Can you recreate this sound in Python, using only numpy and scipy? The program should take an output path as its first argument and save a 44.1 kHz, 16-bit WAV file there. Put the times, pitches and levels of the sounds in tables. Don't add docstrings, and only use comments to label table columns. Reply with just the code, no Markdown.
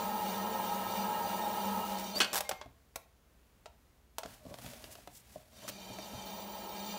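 import sys
import numpy as np
from scipy import signal
from scipy.fft import rfft, irfft
from scipy.io import wavfile
from scipy.ndimage import uniform_filter1d, map_coordinates

SR = 44100
rng = np.random.default_rng(int(sys.argv[2]) if len(sys.argv) > 2 else 0)


def wrap_up_sound(samples):
    columns = np.atleast_2d(samples).T
    tamed = np.clip(columns, -1, 1)
    steps = np.round(tamed * 32767).astype(np.int16)
    wavfile.write(sys.argv[1], SR, steps)


N = 307850
T = np.arange(N) / SR
HZ = np.maximum(np.arange(N // 2 + 1) * SR / N, 1)

# (frequency [Hz], relative level [dB])
AIR_COLOUR = [(15, -39), (25, -18), (48, -8.5), (64, -8), (78, -7), (87, -17), (134, -18.5), (249, -21.5),
              (285, -24), (427, -25.5), (1700, -33.5), (4870, -40), (7110, -40.5), (7710, -42.5),
              (16000, -41.5)]
# (frequency [Hz], relative level [dB])
WALL_COLOUR = [(80, -1), (300, -1), (900, -1.5), (2500, -0.5), (7000, -5.5), (15000, -4.5)]

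# (frequency [Hz], relative level [dB])
CLOTH_COLOUR = [(59, -26), (100, -7), (124, -7), (156, -22), (229, -6.5), (322, -24.5), (481, -18.5),
                (676, -18), (950, -17.5), (1030, -23), (1520, -20), (12100, -25), (16000, -27.5)]
# (frequency [Hz], relative level [dB])
PALM_COLOUR = [(500, -27), (2500, -3.0), (7500, 4.5), (11000, 2), (16000, 0.5)]
# (frequency [Hz], relative level [dB])
SCRAPE_COLOUR = [(200, -6.5), (700, -4.5), (2000, 0.5), (6000, 2.0), (10000, -1.5), (16000, -0.5)]
# (middle [s], width [s], level [dB])
ARM_MOVES = [(4.31, 0.049, -56.5), (4.51, 0.056, -60.5), (4.67, 0.052, -49.5), (4.84, 0.15, -56.5),
             (5.34, 0.089, -62), (5.65, 0.068, -55.5)]
# (middle [s], width [s], level before colouring [dB])
SWISHES = [(4.925, 0.0098, -52), (5.167, 0.02, -54), (5.33, .02, -63)]
# (middle [s], width [s], level [dB])
RUBS = [(2.163, .016, -41), (2.25, 0.061, -49.5), (4.5, 0.042, -55), (4.76, 0.054, -59.5),
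        (4.89, .04, -58.5), (5.57, .03, -61.5), (5.66, 0.016, -48.5)]
# (start [s], length [s], level before roughening and colouring [dB])
SCRAPES = [(1.82, .14, -50.5), (1.96, .08, -48.5), (2.135, 0.1, -42.5), (5.673, 0.034, -39)]

# (time [s], tick before colouring [dB], hollow ring [dB], thud [dB])
TOUCHES = [(2.159, -47, -40, -58), (2.518, -50, -50, -52), (2.659, -68, -51, -53.5),
           (4.251, -70, -46.5, -50), (4.259, -52, -48, -52), (4.452, -66, -52, -50),
           (4.464, -65, -51, -46.5), (4.510, -71, -49.5, -46.5), (4.541, -50.5, -52, -63),
           (4.586, -53.5, -54, -73), (4.645, -59, -54, -46), (4.662, -52, -51, -46.5),
           (4.734, -57.5, -58, -74), (4.841, -50, -54, -72), (4.953, -54, -55, -74), (4.985, -68, -56, -70),
           (5.074, -53, -49.5, -57), (5.358, -76, -42.5, -51), (5.68, -46.5, -66, -75),
           (5.693, -54, -49, -50), (5.9, -63, -50, -46), (5.986, -52, -44, -54), (6.135, -74, -54, -42.5)]
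# (frequency [Hz], relative level [dB])
TICK_COLOUR = [(300, -3.5), (1000, 5), (2000, 0.5), (4000, -1.0), (8000, -8.0), (16000, -13)]
# (frequency [Hz], relative level [dB], time to fade by 60 dB [s])
POT_RING = [(290, -8, 0.083), (424, -11.5, 0.059), (550, -3, 0.036), (635, 4, 0.043), (724, -7, 0.044),
            (1120, -13.5, 0.035)]
# (frequency [Hz], relative level [dB], time to fade by 60 dB [s])
STAND_RING = [(85, -4.5, 0.17), (127, -5.5, 0.19), (188, -1, 0.089), (233, -0.5, 0.053)]

# (time [s], snap before colouring [dB], casing [dB], top of the snap [Hz])
CLICKS = [(2.3305, -34.5, -41, 12200), (2.3385, -35, -42, 15000), (2.3451, -33.5, -42, 14900),
          (2.3562, -30.5, -42, 15000), (2.3645, -33, -42.5, 15000), (2.3708, -34.5, -47, 15000),
          (2.378, -32, -47, 15000), (2.3846, -36, -45, 12000), (2.4061, -33.5, -37, 15000),
          (2.4502, -57, -51, 6950), (2.492, -32, -35.5, 16000), (2.512, -37.5, -38, 4500),
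          (2.6128, -45.5, -45.5, 4070), (2.9579, -37, -43.5, 15000), (3.6577, -50.5, -47.5, 5900),
          (4.1834, -36.5, -40, 13900), (4.233, -45.5, -45, 5500)]
# (frequency [Hz], relative level [dB])
SNAP_COLOUR = [(200, -10), (500, -0.5), (1200, 3.5), (2300, -1), (4500, 0), (7000, -0.5), (9000, -1.5),
               (14000, -1), (16000, 3)]
# (frequency [Hz], relative level [dB], time to fade by 60 dB [s])
CASING_RING = [(431, -1, 0.046), (546, 3.5, 0.043), (653, -3, 0.13), (793, 12.5, 0.02), (923, -5, 0.092),
               (1079, -6.5, 0.1), (1314, -9.5, 0.056)]

# (time [s], level before it is shared between crack and ring [dB])
KNOCKS = [(2.2029, -22.5), (2.2074, -27), (2.215, -24.5), (2.23, -34.5), (2.245, -34.5)]
# (frequency [Hz], relative level [dB])
KNOCK_COLOUR = [(100, -24.5), (250, -6), (700, -3), (1500, -2), (2100, -6), (3000, 2), (3800, -4),
                (4400, -0.5), (5300, -6.5), (8500, -12.5), (12000, -20), (16000, -25.5)]
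# (frequency [Hz], relative level [dB], time to fade by 60 dB [s])
BLADE_RING = [(245, -10, .2), (780, -12, .15), (1168, -11, .15), (1335, -10, .2), (1439, -7, .22),
              (1540, 1, .19), (1640, -8, .12), (1900, -9, .1), (2190, -10, .1), (2536, -2, .14),
              (2798, -5, .13), (2860, -3, .13), (2962, -2, .15), (3000, -5, .15), (3320, -4, .11),
              (3490, -5, .1), (4230, -7, .1), (4442, -4, .13), (4612, -7, .14), (5930, -9, .14),
              (6230, -14, .16), (7280, -10, .14), (8520, -12, .1)]
# (frequency [Hz], relative level [dB], time to fade by 60 dB [s])
FREE_BLADE_RING = [(1044, -5, .7), (2132, 0, .75), (3375, -14, .7), (3725, -9, .8)]

# (time [s], speed [share of full speed])
SPEED = [(0, 0.98), (1.8, 1), (2.0, 0.79), (2.12, 0.56), (2.3, 0.3), (2.5, 0.035), (2.68, 0.0022),
         (5.52, 0.008), (5.62, 0.085), (5.76, 0.3), (5.92, 0.44), (6.35, 0.53), (6.98, 0.63)]
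HIGH_SPOT_S = [0.99, 6.28]

# (on [s], off [s])
FEEDS = [(0, 2.115), (6.26, 6.98)]
# (frequency [Hz], relative level [dB])
FULL_LOAD_LINES = [(14185, -70.5), (14734, -67), (14917, -56.5), (15041, -60), (15100, -57.5), (15165, -69),
                   (15283, -72.5), (15348, -69.5)]
# (frequency [Hz], relative level [dB])
LIGHT_LOAD_LINES = [(14729, -72), (14831, -70), (14955, -67), (15030, -67), (15068, -50)]
# (frequency [Hz], width [Hz], relative level [dB])
WHINE_BAND = [(15060, 300, 0)]

# (frequency [Hz], width [Hz], relative level [dB])
DRUM = [(195.6, 14.4, 0)]
# (frequency [Hz], width [Hz], relative level [dB])
FRAME = [(100, 14, -14.5), (220.5, 17, -6), (355, 15, -20), (422, 16, -18), (537, 28.6, -10), (611, 12, -9),
         (700, 18, -12.5), (822, 28, 0.5), (848, 36, 3.5), (937.4, 40, 1), (990, 30, -10), (1047, 45, -8),
         (1298, 77, -8), (1633, 20, -11), (1845, 28, -12), (2848, 27, -10.5)]
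# (frequency [Hz], width [Hz], relative level [dB])
SHELL = [(2339, 50, -3.5), (2432, 40, 0), (2800, 60, -0.5), (3040, 52, -5.5), (3134, 70, 1.5),
         (3587, 64, 2.5), (3700, 55, -1.5), (3970, 160, -5), (4200, 35, 2.5), (4300, 30, -4), (4530, 70, 0),
         (4743, 59, 6), (5574, 60, -4.5), (5770, 50, -6.5), (6000, 90, 5.5), (6530, 55, -8), (7157, 68, -1),
         (7400, 110, -10), (8060, 39, -10)]
# (frequency [Hz], relative level [dB])
DRIVE_TONES = [(453, -16), (538, -22), (851, -13), (932, -14), (1038.5, -22), (1271, -17), (1549.5, -31)]
# (frequency [Hz], relative level [dB])
BEARING_COLOUR = [(30, -41), (60, -10.5), (125, -9.5), (160, -19.5), (240, -3), (300, -5), (360, 2.5),
                  (490, -2), (620, 5.5), (900, -4), (1130, -12), (1500, -23.5), (2200, -21), (9000, -38)]

# (on [s], off [s], extra hiss [dB], ringing of the pot [dB])
CUTS = [(0, 1.424, 0.14, -55.5), (6.248, 6.98, -1, -56)]
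# (frequency [Hz], relative level [dB])
CLAY_COLOUR = [(400, -23.5), (1500, 3.5), (4000, 2), (5200, -2.5), (7800, -3), (9600, 0.5), (10400, -4),
               (13000, 0), (14200, 2.5), (15500, 2), (16200, -32.5)]
# (frequency [Hz], width [Hz], relative level [dB])
RUBBED_POT = [(125, 54, -6.5), (288, 120, -6.5), (440, 90, -7), (557, 73, -1.0),
              (618, 70, 6.0), (750, 110, -7.5), (1030, 250, -7.5)]

SNAP_DECAY_S, SNAP_HARD_HZ, SNAP_SOFTENING = 0.0046, 15000, 0.48
SQUEAK_S, SQUEAK_WIDTH_S, SQUEAK_DB = 2.169, 0.0081, -30.5
SQUEAK_START_S, SQUEAK_HZ, SQUEAK_BEND_HZ, SQUEAK_BEND_S = 2.142, 4790, 520, .025
TURN_HZ = 2.95
STOP_S, START_S = 2.68, 5.52
FEED_RISE_S, FEED_FALL_S = .015, .015
WHINE_FULL_DB, WHINE_LIGHT_DB = -51, -56
FULL_LOAD_FROM, FULL_LOAD_BLEND = 0.9, .05
DRUM_DB, DRUM_POWER = -44.5, 1.03
RUMBLE_DB, RUMBLE_POWER = -45.5, 1.2
FRAME_DB, FRAME_POWER = -37.5, 2.36
TONES_DB, TONES_POWER = -36, 2.9
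HISS_DB, HISS_POWER = -48.5, 1.11
BRUSH_DB, BRUSH_KNEE = -50.5, 0.12
SHELL_WAVER = 0.00499
CUT_RISE_S, CUT_FALL_S = 0.061, .06


def undb(db):
    return 10 ** (np.asarray(db) / 20)


def unit(x):
    return x / np.sqrt(np.mean(x ** 2))


def noise():
    return rng.standard_normal(N)


def walk(rate):
    k = int(SR / rate)
    steps = np.repeat(rng.standard_normal(N // k + 1), k)
    return unit(uniform_filter1d(uniform_filter1d(steps, k), k)[:N])


def colour(x, points):
    hz, db = np.transpose(points)
    gain = unit(undb(np.interp(np.log(HZ), np.log(hz), db)))
    cepstrum = irfft(np.log(gain), N)
    cepstrum[1:N // 2] *= 2
    cepstrum[N // 2 + 1:] = 0
    return irfft(rfft(x) * np.exp(rfft(cepstrum)), N)


def resonate(x, modes):
    power = 0
    for hz, width, db in modes:
        offset = 0.76 * (HZ - hz) / width * 2
        power = power + undb(2 * db) / (1 + offset ** 2) ** 2
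    return unit(irfft(rfft(x) * np.sqrt(power), N))


def set_energy(x, db):
    return x * undb(db) * np.sqrt(SR / 100 / np.sum(x ** 2))


def burst(decay, db, top_hz=16000, spike=0.69):
    t = T[:SR // 4]
    hiss, grain = rng.standard_normal((2, len(t)))
    fade = np.exp(-t / decay) + spike * np.exp(-t / 0.00033)
    onset = 1 - np.exp(-t / 0.00025)
    crack = hiss * undb(2.3 * grain) * fade * onset
    low_pass = signal.butter(2, min(top_hz, .45 * SR), fs=SR, output="sos")
    return set_energy(signal.sosfilt(low_pass, crack), db)


def ring(modes, db, scatter=.03):
    t = T[:SR // 2]
    hz, mode_db, t60 = np.transpose(modes)[:, :, None]
    shift, weight, turn = rng.standard_normal((3, len(modes), 1))
    waves = np.sin(2 * np.pi * (hz * (1 + scatter * shift) * t + turn))
    waves = waves * np.exp(-np.log(1000) * t / t60)
    mixed = (undb(mode_db + 2 * weight) * waves).sum(axis=0)
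    return set_energy(mixed * (1 - np.exp(-t / 0.0014)), db)


def add(track, s, x):
    i = int(s * SR)
    track[i:i + len(x)] += x[:N - i]


def swells(rows):
    power = 0
    for s, width, db in rows:
        distance = np.minimum(np.abs(T - s) / width, 60)
        power = power + (undb(db) / np.cosh(distance)) ** 2
    return np.sqrt(power)


def strokes(rows):
    track = np.zeros(N)
    for s, length, db in rows:
        count = int(length * SR)
        shape = signal.windows.tukey(count, .8)
        add(track, s, undb(db) * shape * rng.standard_normal(count))
    return track


def held(on, off, rise, fall):
    return np.exp(-np.maximum(on - T, 0) / rise - np.maximum(T - off, 0) / fall)


def wheel_speed():
    turning = (T < STOP_S) | (T > START_S)
    return np.maximum(np.interp(T, *np.transpose(SPEED)), 0) * turning


def wobble(lag=0):
    turns = np.cumsum(wheel_speed()) * TURN_HZ / SR
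    first, second = np.interp(HIGH_SPOT_S, T, turns)
    return np.cos(2 * np.pi * (turns - lag - np.where(T < START_S, first, second)))


def rubbed_pot():
    slips = noise() * undb(2.5 * walk(90))
    return resonate(slips, RUBBED_POT)


def studio_air():
    return unit(colour(noise(), AIR_COLOUR)) * undb(-65 + .8 * walk(5))


def mains_hum():
    return undb(-70.0 + 2 * walk(4.5)) * np.sin(2 * np.pi * 60 * T)


def room(x, t60_low=0.35, t60_high=0.28, wet_db=-13):
    t = T[:SR]
    low_pass = signal.butter(2, 2500, fs=SR, output="sos")
    high_pass = signal.butter(2, 2500, "high", fs=SR, output="sos")
    low = signal.sosfilt(low_pass, rng.standard_normal(len(t)))
    high = signal.sosfilt(high_pass, rng.standard_normal(len(t)))
    tail = low * undb(-60 * t / t60_low) + high * undb(-60 * t / t60_high)
    tail = tail * (1 - np.exp(-t / 0.003))
    echo = signal.fftconvolve(x, tail / np.linalg.norm(tail))[:N]
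    return undb(wet_db) * colour(echo, WALL_COLOUR)


def hands():
    sleeves = unit(colour(noise() * undb(1.5 * walk(150)), CLOTH_COLOUR)) * swells(ARM_MOVES)
    palms = colour(noise() * undb(1.5 * walk(200)) * swells(SWISHES), PALM_COLOUR)
    rub = rubbed_pot() * swells(RUBS)
    grit = colour(strokes(SCRAPES) * undb(3.4 * walk(500)), SCRAPE_COLOUR)
    return sleeves + palms + rub + grit


def touches():
    ticks, body = np.zeros((2, N))
    for s, tick_db, ring_db, thud_db in TOUCHES:
        add(ticks, s, burst(.0035, tick_db))
        add(body, s, ring(POT_RING, ring_db, scatter=.07))
        add(body, s, ring(STAND_RING, thud_db, scatter=0.073))
    return colour(ticks, TICK_COLOUR) + body


def control():
    snaps, casing = np.zeros((2, N))
    for s, snap_db, casing_db, top_hz in CLICKS:
        decay = SNAP_DECAY_S * (SNAP_HARD_HZ / top_hz) ** SNAP_SOFTENING
        add(snaps, s, burst(decay, snap_db, top_hz))
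        add(casing, s, ring(CASING_RING, casing_db, scatter=0.07))
    return colour(snaps, SNAP_COLOUR) + casing


def blade(free_s=2.45, free_db=-45):
    crack, rings = np.zeros((2, N))
    for s, db in KNOCKS:
        add(crack, s, burst(.008, db - 3.5))
        add(rings, s, ring(BLADE_RING, db - 5.5, scatter=0.0012))
    damping = np.exp(-np.maximum(T[:SR // 2] - .17, 0) / .02)
    add(rings, free_s, ring(FREE_BLADE_RING, free_db, scatter=0.0005) * damping)
    bend = SQUEAK_BEND_HZ * np.exp(-np.maximum(T - SQUEAK_START_S, 0) / SQUEAK_BEND_S)
    pitch = (SQUEAK_HZ - bend) * (1 + 0.008 * walk(500))
    contact = held(SQUEAK_S, SQUEAK_S + SQUEAK_WIDTH_S, .013, .004)
    squeak = np.sin(2 * np.pi * np.cumsum(pitch) / SR) * undb(SQUEAK_DB) * contact
    return colour(crack, KNOCK_COLOUR) + rings + squeak


def whine(lines):
    total = 0
    for hz, db in lines:
        tone = np.sin(2 * np.pi * (hz * T + rng.random()))
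        total = total + undb(db + 1.5 * walk(25)) * tone
    return unit(total)


def controller():
    jitter = undb(-4.5) * resonate(noise(), WHINE_BAND)
    full = undb(WHINE_FULL_DB) * (whine(FULL_LOAD_LINES) + jitter)
    light = undb(WHINE_LIGHT_DB) * (whine(LIGHT_LOAD_LINES) + jitter)
    load = (1 + np.tanh((wheel_speed() - FULL_LOAD_FROM) / FULL_LOAD_BLEND)) / 2
    feed = sum(held(on, off, FEED_RISE_S, FEED_FALL_S) for on, off in FEEDS)
    return feed * (load * full + (1 - load) * light)


def belt_drum():
    drum = resonate(noise(), DRUM)
    drum = unit(drum / np.abs(signal.hilbert(drum)) ** 0.29)
    drum = drum * undb(DRUM_DB + 2.5 * wobble(lag=.1)) * wheel_speed() ** DRUM_POWER
    return signal.sosfilt(signal.butter(8, 179, "high", fs=SR, output="sos"), drum)


def drive_tones():
    sway = np.cumsum(walk(14)) / SR
    tones = 0
    for hz, db in DRIVE_TONES:
        tones = tones + undb(db + 3.5 * walk(15)) * np.sin(2 * np.pi * hz * (T + .003 * sway))
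    return tones * undb(TONES_DB) * wheel_speed() ** TONES_POWER


def brushes():
    shell = 0
    for k in range(3):
        band = resonate(noise() * undb(2 * walk(400)), SHELL[k::3])
        shell = shell + band * undb(2.2 * walk(24))
    places = np.arange(N) + SHELL_WAVER * np.cumsum(walk(45))
    shell = map_coordinates(unit(shell), [places], mode="mirror")
    speed = wheel_speed()
    strength = undb(BRUSH_DB + 1.8 * wobble() + 1.0 * walk(25))
    return shell * strength * speed / (speed + BRUSH_KNEE)


def motor():
    speed = wheel_speed()
    bearings = colour(noise(), BEARING_COLOUR) * undb(RUMBLE_DB) * speed ** RUMBLE_POWER
    frame = resonate(noise(), FRAME) * undb(FRAME_DB) * speed ** FRAME_POWER
    return belt_drum() + bearings + frame + drive_tones() + brushes()


def trimming(wobble_db=0.8):
    grain = undb(.8 * walk(900) + .5 * walk(20))
    bite_db = wobble_db * wobble()
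    pot_gain = 0
    for on, off, hiss_db, ring_db in CUTS:
        contact = held(on, off, CUT_RISE_S, CUT_FALL_S)
        bite_db = bite_db + hiss_db * contact
        pot_gain = pot_gain + undb(ring_db) * contact
    hiss = unit(colour(noise() * grain, CLAY_COLOUR))
    hiss = hiss * undb(HISS_DB + bite_db) * wheel_speed() ** HISS_POWER
    return hiss + pot_gain * rubbed_pot()


def scene():
    background = studio_air() + mains_hum()
    handling = hands() + touches() + control() + blade()
    wheel = controller() + motor() + trimming()
    return (background + handling + room(handling) + wheel)[None]


def record(dry):
    lean = signal.sosfilt(signal.butter(3, 34, "high", fs=SR, output="sos"), dry)
    return signal.sosfilt(signal.ellip(10, .2, 80, 15700, fs=SR, output="sos"), lean)


dry = scene()
out = record(dry)
wrap_up_sound(out)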